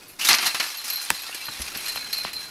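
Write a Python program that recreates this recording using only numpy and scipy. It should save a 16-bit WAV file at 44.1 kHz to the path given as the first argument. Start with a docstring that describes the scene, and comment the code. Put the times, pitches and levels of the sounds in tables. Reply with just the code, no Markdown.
"""A chain-link fence clashes, jolted as a rock is thrown over it into a pit, outdoors.
The mesh sways on: its links chafe, tick and clink, and its wires chirp and ring.
The rock cracks on the stony rim, then knocks and thuds on down the slope, with one deep boom.
A faint outdoor rumble lies underneath."""
import sys
import numpy as np
from scipy import signal
from scipy.fft import rfft, irfft
from scipy.io import wavfile
from scipy.ndimage import map_coordinates

SR = 44100
rng = np.random.default_rng(int(sys.argv[2]) if len(sys.argv) > 2 else 0)


def dump(signal):
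    """Clip the signal to [-1, 1] and save it as 16-bit WAV at the path in sys.argv[1]."""
    limited = np.clip(np.atleast_2d(signal).T, -1, 1)
    pcm = np.round(limited * 32767).astype(np.int16)
    wavfile.write(sys.argv[1], SR, pcm)


N = 110250
T = np.arange(N) / SR
CHAFE_CONTACTS_PER_S, CHAFE_SPREAD_DB = 5000, 2.5

# sheets of links slapping together: start_s, body_db, treble_db, rise_s, t60_s
CLASHES = [(0.188, -33, -33, 0.01, 0.29), (0.206, -34, -31, 0.0093, 0.28), (0.246, -24, -20, 0.0036, 0.15),
           (0.268, -34, -23, 0.0088, 0.23), (0.286, -14.5, -17, 0.0033, .12),
           (0.303, -14.5, -30, 0.0065, 0.22), (0.332, -18, -24, 0.011, 0.092),
           (0.386, -23, -37, 0.0026, 0.14), (0.423, -24, -42, 0.0058, 0.28),
           (0.45, -22.5, -22.5, 0.02, 0.12), (0.545, -20.5, -29, 0.0011, 0.089),
           (0.598, -19.5, -29.5, 0.0016, 0.12), (0.624, -34, -36.5, 0.0038, 0.51),
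           (0.839, -37, -32.5, 0.0069, 0.26), (0.879, -36.5, -31.5, .002, 0.14),
           (1.011, -61, -33, 0.0099, 0.26), (1.748, -30.5, -47, 0.0025, 0.085),
           (1.972, -27.5, -43, 0.0018, 0.044), (2.235, -34, -67, 0.036, 0.26)]
# spectrum of rubbing links: freq_hz, level_db
CHAFE_COLOUR = [(100, -46), (300, -7.5), (500, -12), (850, -1.5), (1700, 0.5), (2750, 1.5), (3500, 0),
                (4400, 2.5), (5600, 0.5), (7500, -6.5), (10500, -3.5), (11800, -5.5), (13500, -9.5),
                (15500, -17.5)]


def from_db(db):
    """Decibels to gain."""
    return 10 ** (np.asarray(db) / 20)


def rms_one(x):
    """Scale to rms 1."""
    return x / np.sqrt(np.mean(x ** 2) + 1e-20)


def colour(x, spectrum):
    """Shape x by (freq_hz, level_db) points; rms 1."""
    hz, db = np.transpose(spectrum)
    bins_hz = np.maximum(np.arange(N // 2 + 1) * SR / N, 1)
    gain = from_db(np.interp(np.log(bins_hz), np.log(hz), db))
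    return rms_one(irfft(rfft(x) * gain, N))


def noise(spectrum):
    """Coloured noise; rms 1."""
    return colour(rng.standard_normal(N), spectrum)


def contacts(per_s, spread_db):
    """Random clicks of uneven size; rms 1."""
    sizes = from_db(spread_db * np.minimum(rng.exponential(1, N), 5)) * rng.choice([-1, 1], N)
    return rms_one(sizes * (rng.random(N) < per_s / SR))


def clicks(times_s, gains):
    """One click at each time."""
    return np.bincount((np.asarray(times_s) * SR).astype(int), gains, N)[:N]


def burst(start_s, t60_s, rise_s=0):
    """Envelope: linear rise to 1, exponential decay."""
    rise_s = max(rise_s, 1 / SR)
    attack = np.clip((T - start_s) / rise_s, 0, 1)
    return attack * np.exp(-np.log(1000) * np.clip((T - start_s - rise_s) / t60_s, 0, 10))


def ring(x, hz, t60_s):
    """One mode: a unit click starts a decaying sine of height 1."""
    r, w = np.exp(-np.log(1000) / (t60_s * SR)), 2 * np.pi * hz / SR
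    return signal.lfilter([0, np.sin(w)], [1, -2 * r * np.cos(w), r * r], x + 1e-18)


def air():
    """Low outdoor rumble, ducked after the fence crash and recovering, as by a recorder's gain control."""
    # gain dip and recovery: time_s, level_db
    ducking = [(0.1, -52.5), (0.75, -62.5), (1.4, -56.5), (1.65, -50), (2.5, -51)]
    # rumble spectrum: freq_hz, level_db
    spectrum = [(20, -5), (70, -5), (170, -5), (290, -2.5), (480, -5.5), (3000, -17.5), (15000, -23)]
    return from_db(np.interp(T, *np.transpose(ducking))) * noise(spectrum)


def jingle(link_count=90):
    """Small strikes land at random on many links, each with its own pitch; rms 1."""
    strikes = contacts(per_s=240, spread_db=1.0)
    struck_link = rng.integers(0, link_count, N)
    pitches_hz = rng.uniform(1203, 13500, link_count)
    rings = sum(ring(strikes * (struck_link == k), hz, t60_s=0.13) for k, hz in enumerate(pitches_hz))
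    return colour(rings, CHAFE_COLOUR)


def chafing(flurry_share=.45):
    """Links rub in small flurries as the mesh sways, and keep the wire singing."""
    # rubbing envelope: time_s, level_db
    sway = [(0, -48.5), (.06, -51.5), (.18, -52.5), (.25, -30.5), (.52, -34.5), (.66, -33.5), (.76, -38),
            (.92, -37.5), (1.15, -36), (1.26, -38), (1.55, -39), (1.6, -36), (1.72, -38.5), (1.89, -36.5),
            (2.08, -39.5), (2.27, -38.5), (2.315, -46.5), (2.42, -39), (2.5, -46)]
    # rubbed wire modes: pitch_hz, relative_db, t60_s
    modes = [(2783, -20, .1), (4115, -11.5, .3), (5491, -26, .2), (11570, -19, .1)]
    starts = np.abs(contacts(per_s=110, spread_db=2.0))
    flurries = np.abs(signal.fftconvolve(starts, burst(0, t60_s=.1) ** 2)[:N])
    flutter = np.sqrt(1 - flurry_share + flurry_share * flurries / flurries.mean())
    level = from_db(np.interp(T, *np.transpose(sway))) * flutter
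    grain = contacts(CHAFE_CONTACTS_PER_S, CHAFE_SPREAD_DB)
    out = level * (colour(grain, CHAFE_COLOUR) + from_db(-4) * jingle())
    drive = level * grain * (T > CLASHES[0][0])  # from the first clash on
    for hz, db, t60_s in modes:
        to_drive_rms = np.sqrt(4 * np.log(1000) / (t60_s * SR))
        out += from_db(db) * to_drive_rms * ring(drive, hz, t60_s)
    return out


def clinks():
    """Loose links chatter briefly, each group around its own pitch."""
    # link groups: start_s, pitch_hz, width_hz, level_db, t60_s
    groups = [(.079, 11500, 2600, -45, 0.32), (0.209, 2860, 400, -24, .2), (.268, 3780, 450, -24, 0.15),
              (1.047, 9100, 400, -31, 0.032), (1.324, 2804, 200, -34, 0.13),
              (1.615, 10860, 500, -30, 0.043), (1.615, 5560, 1300, -32, 0.091),
              (2.127, 4520, 500, -28.5, 0.15)]
    out = np.zeros(N)
    for start_s, hz, width_hz, db, t60_s in groups:
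        band = signal.butter(2, [hz - width_hz / 2, hz + width_hz / 2], "band", fs=SR, output="sos")
        chatter = rms_one(signal.sosfilt(band, rng.standard_normal(N)))
        out += from_db(db) * burst(start_s, t60_s, rise_s=0.0039) * chatter
    return out


def wire_cluster(times_s, strike_db, lowest_hz, step_hz, loss_db, t60_s):
    """Ten close, beating wire modes; higher ones lie wider apart, are weaker and die sooner."""
    out = np.zeros(N)
    for k in range(10):
        late_s, uneven_db = rng.uniform([0, -2], [.003, 2], (len(times_s), 2)).T
        strikes = clicks(times_s + late_s, from_db(strike_db - loss_db * k + uneven_db))
        out += ring(strikes, lowest_hz + step_hz * k ** 1.45, t60_s / (1 + k / 2))
    return out


def waver(x, depth_s=.00002, rate_hz=11):
    """Swaying changes the wire's tension, so its pitch wanders slightly."""
    lowpass = signal.butter(2, rate_hz, fs=SR, output="sos")
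    drift = rms_one(signal.sosfilt(lowpass, rng.standard_normal(N)))
    return map_coordinates(x, [(T + depth_s * drift) * SR], order=5, mode="nearest")


def ticks():
    """A slipping link rings two mode clusters and shakes a spray of contacts from its neighbours."""
    # link slips, levels before each part's trim: start_s, spray_db, low_ring_db, high_ring_db
    slips = [(0.249, -28, -35, -34), (0.287, -6.5, -18.5, -19), (0.3485, -18, -22.5, -23),
             (0.4214, -14, -42, -25), (0.4553, -16.5, -22, -23), (0.597, -21, -26, -29),
             (0.7707, -31, -29.5, -25), (0.901, -16, -29, -20.5), (0.932, -25, -29, -21.5),
             (0.9564, -39, -25, -23), (1.144, -24, -31, -49), (1.2191, -29, -34.5, -32.5),
             (1.344, -17, -35, -37), (1.4552, -44, -31.5, -29.5), (1.616, -20, -35, -41),
             (1.7718, -20, -35.5, -31), (1.8577, -19, -28.5, -27), (1.8806, -14, -27.5, -32),
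             (1.9189, -23, -29.5, -34), (1.9565, -21, -27.5, -31), (2.0106, -33, -30.5, -50),
             (2.128, -14, -25.5, -25), (2.1656, -24, -26, -40), (2.18, -21, -28, -25.5),
             (2.3306, -21, -32, -34.5), (2.357, -43, -31, -40)]
    # spray spectrum: freq_hz, level_db
    spray_colour = [(300, -15), (2800, 8), (3700, -2), (4600, 5), (7500, 1), (12000, 3), (15500, -15)]
    times_s, spray_db, low_db, high_db = np.transpose(slips)
    low = wire_cluster(times_s, low_db - 5.3, lowest_hz=4106, step_hz=28, loss_db=2.0, t60_s=.62)
    high = wire_cluster(times_s, high_db - 7.5, lowest_hz=11550, step_hz=38, loss_db=1.0, t60_s=.13)
    rings = waver(low + high)
    spray_power = sum((from_db(db - 12.5) * burst(start_s, t60_s=.1, rise_s=0.0024)) ** 2
                      for start_s, db in zip(times_s, spray_db))
    spray = colour(contacts(CHAFE_CONTACTS_PER_S, CHAFE_SPREAD_DB), spray_colour)
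    return rings + np.sqrt(spray_power) * spray


def zings(low_hz=4080, high_hz=11360, travel_s=0.001133):
    """High waves run faster along a taut wire, so a snap arrives as a chirp falling to its pitch."""
    # wire snaps: start_s, low_db, high_db
    snaps = [(0.287, -6, -12), (.331, -0.5, -22), (.349, -5.5, -13), (0.385, -8.5, -24), (.901, -15.5, -20),
             (1.7732, -26, -13), (2.128, -27, -24)]
    times_s, low_db, high_db = np.transpose(snaps)
    dispersed_s = np.sqrt(T * (T + 2 * travel_s))
    fade = burst(0, t60_s=0.017) * np.sqrt(travel_s / (T + travel_s))
    out = np.zeros(N)
    for hz, db, cutoff_hz in ((low_hz, low_db, 7500), (high_hz, high_db, 14000)):
        pitch_hz = hz * (T + travel_s) / (dispersed_s + 1e-9)
        chirp = np.sin(2 * np.pi * hz * dispersed_s) * fade / (1 + (pitch_hz / cutoff_hz) ** 10)
        out += signal.fftconvolve(clicks(times_s, from_db(db)), chirp)[:N]
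    return out


def clashes(crossover_hz=5280, frame_db=-44):
    """Swarms of link contacts swell and die, and set the frame ringing."""
    # swarm spectrum: freq_hz, level_db
    spectrum = [(40, -24), (120, -23.5), (290, -10), (500, -18), (720, -6.5), (1220, -4.5), (1900, -1.5),
                (2640, -1), (3400, -5.5), (4400, -2), (6000, -5), (8300, -14.5), (10500, -9.5),
                (11800, -10.5), (13500, -17), (15500, -23)]
    # modes of the frame and stretched wires: pitch_hz, relative_db
    modes = [(1193, 0), (1796, -2), (2040, -2), (2567, -1), (2609, -2), (2704, 0), (3807, -1), (4469, -1),
             (4596, -2), (4772, 2)]
    swarm = colour(contacts(per_s=22000, spread_db=2), spectrum)
    body = signal.sosfiltfilt(signal.butter(2, crossover_hz, fs=SR, output="sos"), swarm)
    body_power, treble_power = np.zeros((2, N))
    for start_s, body_db, treble_db, rise_s, t60_s in CLASHES:
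        envelope = burst(start_s, t60_s, rise_s)
        body_power += (from_db(body_db) * envelope) ** 2
        treble_power += (from_db(treble_db) * envelope) ** 2
    mesh = np.sqrt(body_power) * rms_one(body) + np.sqrt(treble_power) * rms_one(swarm - body)
    drive = np.sqrt(body_power) * rng.standard_normal(N)
    frame = sum(from_db(db) * rms_one(ring(drive, hz, t60_s=.2)) for hz, db in modes)
    return mesh + from_db(frame_db) * rms_one(frame)


def boom(start_s=1.592, pitch_hz=65, level_db=-33):
    """A deep boom from the pit: one low, quickly damped swell."""
    tone = np.sin(2 * np.pi * pitch_hz * (T - start_s))
    return from_db(level_db) * burst(start_s, t60_s=.14, rise_s=.02) * tone


def pressure_pulse(hit, pitch_hz, t60_cycles=2.9):
    """A blow's push and pull on the air, a few cycles long, without bass."""
    band_hz = np.clip([0.6 * pitch_hz, 4.5 * pitch_hz], 20, SR / 3)
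    push = signal.sosfilt(signal.butter(2, band_hz, "band", fs=SR, output="sos"), hit + 1e-18)
    return ring(push, pitch_hz, t60_cycles / pitch_hz)


def rock(stone_relative_db=-24.5, gravel_relative_db=-28):
    """Blows and one echo: pressure pulse, stony ring, crushed grit, scattered gravel, ground thud."""
    # rock impacts, plus a short echo at 1.114 s just after the main crack:
    # start_s, level_db, pitch_hz, grit_relative_db, thud_db
    blows_and_echo = [(1.1031, -9.5, 3640, 0.5, -60), (1.1042, 6.5, 2000, -5, -31),
                      (1.114, -15, 2500, -3, -53), (1.295, -19, 835, -20, -58), (1.349, -29, 375, -24, -66),
                      (1.485, -14.5, 1350, -25, -47), (1.4884, -14.5, 1440, -26, -47),
                      (1.597, -27, 510, -10, -38), (1.759, -28, 473, -12, -39.5),
                      (1.960, -13, 900, -24, -48), (2.189, -26, 690, -8, -70),
                      (2.2495, -8, 1000, -27, -41.5)]
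    # modes of the struck stone: pitch_hz, relative_db, t60_s
    modes = [(930, 0, .022), (2600, 4, .009), (3270, 3, .014)]
    # grit, gravel and ground spectra: freq_hz, level_db
    grit_colour = [(500, -10), (3500, 11), (6500, 3.5), (10500, 10.5), (13000, -1), (15500, -11)]
    gravel_colour = [(150, -6), (650, -18), (900, 6), (2200, 10), (3300, -2), (5500, -7), (14000, -31)]
    thud_colour = [(25, -6), (60, -1), (120, 2), (260, -2), (450, -9.5), (1200, -22.5)]
    grit, gravel, thud = noise(grit_colour), noise(gravel_colour), noise(thud_colour)
    out = np.zeros(N)
    for start_s, db, pitch_hz, grit_relative_db, thud_db in blows_and_echo:
        hit = clicks([start_s], [from_db(db)])
        out += pressure_pulse(hit, pitch_hz)
        for k, (mode_hz, mode_db, t60_s) in enumerate(modes):
            out -= (-1) ** k * from_db(stone_relative_db + mode_db) * ring(hit, mode_hz, t60_s)
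        out += from_db(db + grit_relative_db) * burst(start_s, t60_s=0.0026) * grit
        out += from_db(db + gravel_relative_db) * burst(start_s, t60_s=.035) * gravel
        out += from_db(thud_db) * burst(start_s, t60_s=0.1, rise_s=0.002) * thud
    return out


def scene():
    """Fence, rock and open air, in mono."""
    fence = clashes() + chafing() + ticks() + zings() + clinks()
    return (fence + rock() + boom() + air())[None]


def record(dry):
    """Clip at full scale, then cut the top treble."""
    stopband_db, stopband_hz = 65, 16365
    lowpass = signal.cheby2(14, stopband_db, stopband_hz, fs=SR, output="sos")
    return signal.sosfilt(lowpass, np.clip(dry, -1, 1))


dry = scene()
out = record(dry)
dump(out)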